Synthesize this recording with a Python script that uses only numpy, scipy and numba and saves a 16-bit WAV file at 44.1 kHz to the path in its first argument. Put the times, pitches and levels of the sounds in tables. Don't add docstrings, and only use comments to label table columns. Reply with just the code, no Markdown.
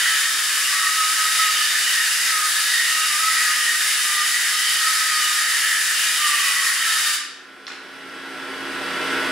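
import sys
import numpy as np
from scipy import signal
from scipy.fft import rfft, irfft, next_fast_len
from scipy.io import wavfile
from scipy.ndimage import uniform_filter1d
from numba import njit

SR = 44100
rng = np.random.default_rng(int(sys.argv[2]) if len(sys.argv) > 2 else 0)


def persist_wave(psi):
    counts = np.round(np.clip(psi, -1, 1) * 32767).astype(np.int16)
    wavfile.write(sys.argv[1], SR, np.atleast_2d(counts).T)


N = 410571
TIME = np.arange(N) / SR
PROBE_STOP_S = 7.154
SAG_OCTAVES_PER_S = 0.18


def undb(db):
    return 10 ** (np.asarray(db) / 20)


def unit(x):
    return x / np.sqrt(np.mean(x ** 2))


def at_hz(table, hz):
    pitches, values = np.transpose(table)
    return np.interp(np.log(np.maximum(hz, 1)), np.log(pitches), values)


def colour(x, table, share=1):
    size = next_fast_len(N + SR)
    gain = undb(share * at_hz(table, np.fft.rfftfreq(size, 1 / SR)))
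    return irfft(rfft(x, size) * gain, size)[..., :N]


def wander(turns_per_s):
    hold = max(int(SR / turns_per_s), 1)
    steps = np.repeat(rng.standard_normal(N // hold + 1), hold)[:N]
    return unit(uniform_filter1d(steps, hold))


@njit
def moving_band(x, hz, width_hz):
    out, band_state, low_state = np.empty(len(x)), 0., 0.
    for i in range(len(x)):
        tuning, damping = np.tan(np.pi * hz[i] / SR), width_hz / hz[i]
        band = (band_state + tuning * (x[i] + 1e-18 - low_state)) / (1 + tuning * (tuning + damping))
        band_state = 2 * band - band_state
        low_state += 2 * tuning * band
        out[i] = damping * band
    return out


def resonate(x, hz, *widths_hz):
    for width_hz in widths_hz:
        x = moving_band(x, hz * np.ones(len(x)), float(width_hz))
    return x


# pitch_hz, fade_s
ROOM_FADE = [(200, 0.47), (1300, 0.79), (3000, 0.6), (5000, 0.58), (10000, 0.36), (15000, 0.18)]
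# pitch_hz, side_db
ROOM_WIDTH = [(100, 0.5), (300, -5.5), (700, -11), (1300, -9.5), (2400, -7.5), (4400, -5.5), (8000, -2),
              (15000, -1)]
def room(x, direct_db, ring_s=0):
    hz, age, echo = signal.stft(rng.standard_normal((2, SR)), SR, nperseg=256)
    fade_s = np.maximum(at_hz(ROOM_FADE, hz), ring_s)[:, None]
    echo = echo * undb(-60 * age / fade_s)
    echo *= np.sqrt(2 * np.log(1000) / (fade_s * SR))
    echo[1] *= undb(at_hz(ROOM_WIDTH, hz))[:, None]
    response = signal.istft(echo, SR)[1]
    response[0, 0] += undb(direct_db)
    running = np.pad(x, (SR, 0), mode="reflect")
    heard = signal.fftconvolve(running[None], response, axes=1)[:, SR:SR + N]
    return heard / np.hypot(1, undb(direct_db))


def probe_on(fade_s=0.023):
    return np.clip((PROBE_STOP_S - TIME) / fade_s + .5, 0, 1)


def collapses(per_s, spread_db):
    happens = rng.random(N) < per_s / SR
    return unit(happens * rng.standard_normal(N) * undb(spread_db * rng.standard_normal(N)))


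# pitch_hz, width_hz, relative_level_db
BEAKER_NOTES = [(2455, 74, -3.5), (3667, 106, -0.5), (3806, 110, -0.5), (4715, 450, -1), (5170, 290, -3.5),
                (9930, 430, -0.5)]
def beaker(drift_hz=30, swell_db=4.5, level_db=-5.5):
    sound = 0
    for hz, width_hz, db in BEAKER_NOTES:
        loading = BEAKER_NOTES[0][0] / hz
        clicks = collapses(per_s=9000, spread_db=2.5)
        ring = resonate(clicks, hz + drift_hz * loading * wander(4.2), width_hz)
        sound += ring * undb(db + swell_db * loading * wander(3.4))
    return unit(sound) * undb(level_db)


# pitch_hz, relative_level_db
HISS_COLOUR = [(100, -53), (350, -29.5), (700, -16), (1000, -11.5), (1400, 3), (2100, 1.5), (4200, -3),
               (7500, 0), (9400, -2.5), (11500, -8), (13400, -8.5), (14100, -16.5), (16000, -13.5)]
def cavitation(drive_db=-21.5, flutter_db=0.85, hiss_db=-2.0, patches=3):
    drive = undb(drive_db + flutter_db * wander(35)) * probe_on()
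    hiss = 0
    for _ in range(patches):
        clicks = collapses(per_s=9000, spread_db=1.34)
        hiss += room(unit(colour(clicks, HISS_COLOUR)) * drive, direct_db=-3.5)
    ring = sum(room(beaker() * drive, direct_db=-5.5, ring_s=0.41) for _ in range(patches))
    return (hiss * undb(hiss_db) + ring) / np.sqrt(patches)


# pitch_hz, width_hz, level_db
CLOUD_NOTES = [(1820, 470, -30.5), (2943, 390, -32)]
def cloud(drift_hz=55, swell_db=2.7):
    sound = 0
    for hz, width_hz, db in CLOUD_NOTES:
        pitch = hz + drift_hz * wander(6)
        ring = resonate(collapses(per_s=7000, spread_db=0.5), pitch, width_hz, width_hz)
        sound += unit(ring) * undb(db + swell_db * wander(7.3))
    return sound * probe_on()


def spurt(middle_s, length_s, hz):
    near = slice(*np.searchsorted(TIME, [middle_s - 2 * length_s, middle_s + 2 * length_s]))
    from_middle_s = TIME[near] - middle_s
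    bell = .5 ** ((2 * from_middle_s / length_s) ** 2)
    return near, bell, hz * 2 ** (-SAG_OCTAVES_PER_S * from_middle_s)


def even_out(ring, hold_s):
    power = uniform_filter1d(ring ** 2, int(hold_s * SR))
    return ring / np.sqrt(np.abs(power) + 1e-12)


def flares(spurts, gain_db, wobble_hz, hold_s, stutter_db):
    noise = rng.standard_normal(N)
    wobble = wobble_hz * wander(22)
    stutter = undb(stutter_db * wander(45))
    sound = np.zeros(N)
    for middle_s, length_s, hz, width_hz, db in spurts:
        near, bell, pitch = spurt(middle_s, length_s, hz)
        ring = resonate(noise[near], pitch + wobble[near], width_hz, 2 * width_hz)
        sound[near] += undb(db) * np.sqrt(bell) * even_out(ring, hold_s)
    return sound * undb(gain_db) * stutter * probe_on()


# middle_s, length_s, pitch_hz, width_hz, relative_level_db
HOWLS = [(.04, .13, 1926, 50, -29), (.17, 0.32, 1820, 160, -30), (.25, 0.023, 1830, 40.2, -25),
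         (.57, 0.099, 1730, 35, -30), (.81, 0.19, 1876, 110, -27), (1.26, 0.11, 1910, 35, -30),
         (1.48, 0.029, 1846, 40, -28), (1.68, 0.16, 1744, 45, -27.5), (1.93, 0.2, 1840, 120, -25),
         (2.08, .1, 1760, 90, -36), (2.41, 0.13, 1870, 70, -40.5), (2.59, 0.15, 1710, 25, -29),
         (2.83, 0.19, 1880, 130, -23.5), (3.35, 0.21, 1940, 70, -30), (3.5, 0.17, 1734, 30, -29.5),
         (3.68, 0.15, 1870, 60, -29), (3.86, 0.17, 1735, 30, -30), (3.9, 0.079, 2110, 110, -31),
         (4.13, 0.23, 1938, 35, -29.5), (4.35, 0.065, 1925, 40.3, -27), (4.53, 0.26, 1680, 50, -41.5),
         (4.6, 0.092, 1950, 49.6, -32), (4.84, 0.26, 1862, 40, -29), (5.17, 0.22, 1840, 160, -30),
         (5.52, 0.23, 1800, 119, -27), (5.7, 0.089, 1740, 60, -29), (5.92, .15, 1740, 59.5, -27.5),
         (6.27, 0.17, 1840, 110, -27), (6.52, 0.19, 1915, 40, -27.5), (6.68, 0.061, 1843, 40, -28),
         (6.87, .1, 1780, 80, -25), (7.05, 0.11, 1820, 30, -29)]
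def howl():
    return flares(HOWLS, gain_db=0.5, wobble_hz=16, hold_s=0.023, stutter_db=2.5)


def note_path(spurts, rest_hz, rest_db, wander_hz, wander_db):
    power = undb(rest_db + wander_db * wander(9.8)) ** 2
    pull = power * (rest_hz + wander_hz * wander(4))
    for middle_s, length_s, hz, db in spurts:
        near, bell, pitch = spurt(middle_s, length_s, hz)
        swell = undb(db) ** 2 * bell
        power[near] += swell
        pull[near] += swell * pitch
    return pull / power, 10 * np.log10(power)


def liquid_note(hz, db, width_hz, gain_db, wobble_hz, hold_s, stutter_db=0):
    pitch = hz + wobble_hz * wander(12)
    ring = resonate(collapses(per_s=5000, spread_db=1.0), pitch, width_hz, 4 * width_hz)
    return even_out(ring, hold_s) * undb(db + gain_db + stutter_db * wander(35)) * probe_on()


# middle_s, length_s, pitch_hz, relative_level_db
MOANS = [(0.282, 0.46, 1145, -45), (.75, 0.1, 1150, -32), (6.517, 0.36, 1135, -36.5)]
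def moan():
    hz, db = note_path(MOANS, rest_hz=1130, rest_db=-58, wander_hz=25.2, wander_db=0.5)
    return liquid_note(hz, db, width_hz=34, gain_db=-1.0, wobble_hz=11, hold_s=0.038)


# middle_s, length_s, pitch_hz, width_hz, relative_level_db
RASPS = [(.66, 0.054, 2800, 100, -29.5), (.92, 0.26, 2890, 120, -38), (1.52, 0.16, 2980, 200, -31.5),
         (2.0, .16, 3660, 100, -40.5), (2.75, 0.44, 2900, 220, -36), (3.85, 0.29, 2870, 80.4, -53),
         (4.2, 0.33, 3030, 60, -41), (4.55, .07, 5270, 120, -33), (4.65, 0.077, 3100, 50, -29),
         (5.23, 0.1, 2950, 120, -30), (5.6, 0.2, 3080, 50, -49), (6.22, 0.14, 3000, 179, -34),
         (6.45, 0.28, 2520, 140, -33)]
def rasp():
    return flares(RASPS, gain_db=-1.0, wobble_hz=13, hold_s=0.057, stutter_db=3.4)


# middle_s, length_s, pitch_hz, relative_level_db
SUNG_NOTES = [(0.867, 0.12, 1271, -29.5), (1.029, 0.06, 1267, -22), (1.235, 0.042, 1267, -22.5),
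              (1.44, 0.11, 1270, -25.5), (1.587, 0.079, 1248, -31), (2.424, 0.13, 1234, -30),
              (2.99, 0.12, 1274, -31), (3.254, 0.073, 1298, -28), (3.46, 0.21, 1245, -33.5),
              (4.112, 0.17, 1196, -34), (4.874, 0.12, 1292, -33), (5.14, 0.28, 1248, -30),
              (6.277, 0.1, 1195, -29.5), (6.887, 0.08, 1327, -29.5), (7.11, 0.091, 1192, -36)]
def sing():
    hz, db = note_path(SUNG_NOTES, rest_hz=1275, rest_db=-41.5, wander_hz=28.3, wander_db=1.6)
    return liquid_note(hz, db, width_hz=10.8, gain_db=1.5, wobble_hz=5, hold_s=0.036, stutter_db=2.5)


def churn(pitch_hz=100, width_hz=130, start_db=-83, builds_at_s=3.6, rise_db_per_s=5):
    rumble = unit(resonate(rng.standard_normal(N), pitch_hz, width_hz, width_hz))
    return rumble * undb(start_db + rise_db_per_s * np.maximum(TIME - builds_at_s, 0)) * probe_on()


# start_s, relative_level_db, lowest_hz, highest_hz
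SWITCH_HITS = [(7.6677, -19.5, 3000, 5000), (7.679, -27.5, 900, 6500), (7.682, -27, 300, 7500),
               (7.7028, -29, 300, 5500), (7.713, -32, 300, 3500), (7.719, -31, 1200, 6200)]
# pitch_hz, width_hz, gain_db
PANEL_NOTES = [(380, 240, 5), (1360, 1100, 9.5), (2030, 810, 0), (3500, 280, -6), (4420, 540, -20),
               (5530, 450, -3), (7000, 1300, -22)]
def switch(scrape_s=0.0013):
    push, grit = np.zeros(N), rng.standard_normal(N)
    for start_s, db, low_hz, high_hz in SWITCH_HITS:
        age = TIME - start_s
        scrape = grit * (age >= 0) * np.exp(-np.clip(age / scrape_s, 0, 50))
        band = signal.butter(2, [low_hz, high_hz], "bandpass", fs=SR, output="sos")
        push += undb(db) * signal.sosfilt(band, scrape)
    ring = sum(undb(db) * resonate(push, hz, width_hz) for hz, width_hz, db in PANEL_NOTES)
    return room(ring, direct_db=-4.0)


# pitch_hz, relative_level_db
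AIR_COLOUR = [(25, -34), (70, -34), (115, -15.5), (160, -7), (300, -3), (390, 1.5), (650, -5), (1100, -1.5),
              (1420, 1), (2300, -3.5), (3350, -5), (4400, -13), (5000, -11.5), (5750, -17.5), (6050, -16.5),
              (6600, -23), (9300, -20), (15500, -35.5)]
# pitch_hz, relative_level_db
FAN_WHINE = [(43.1, -61), (271.3, -36.5), (377, -54), (474, -54), (1355.7, -33.5), (1474, -33.5),
             (1627, -39), (1835, -53), (2213, -62), (2830, -53), (4070, -61)]
def fans(gain_db=-25.5, air_db=-25.5, waver_share=0.0004, flicker_db=1.0):
    air = unit(colour(rng.standard_normal(N), AIR_COLOUR))
    sound = room(air, direct_db=-2.5) * undb(air_db)
    speed = 1 + waver_share * wander(6)
    for hz, db in FAN_WHINE:
        phase = 2 * np.pi * np.cumsum(hz * speed) / SR
        sound[0] += np.sqrt(2) * np.sin(phase) * undb(db - flicker_db * wander(3.4))
    return sound * undb(gain_db)


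# pitch_hz, left_minus_right_db
LEAN = [(60, -3), (200, -4.5), (700, -0.5), (2400, -1.2), (4400, .5), (9000, 1)]
def scene():
    sound = cavitation()
    sound += room(cloud() + moan() + churn(), direct_db=-4.5)
    sound += room(howl() + rasp(), direct_db=3)
    sound += room(sing(), direct_db=4)
    mid, side = sound + switch() + fans()
    return np.array([colour(mid + side, LEAN, share=0.4), colour(mid - side, LEAN, share=-0.4)])


def gain_control(x, target_db=-20.3, climb_db_per_s=13.0, most_db=26):
    power = uniform_filter1d(np.mean(x ** 2, axis=0), SR // 10)
    allowed_db = np.clip(target_db - 10 * np.log10(np.abs(power) + 1e-12), 0, most_db)
    climb_db = climb_db_per_s * TIME
    return x * undb(np.minimum.accumulate(allowed_db - climb_db) + climb_db)


def record(dry):
    treble_cut = signal.ellip(12, .1, 80, 15650, fs=SR, output="sos")
    return signal.sosfilt(treble_cut, gain_control(dry))


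dry = scene()
out = record(dry)
persist_wave(out)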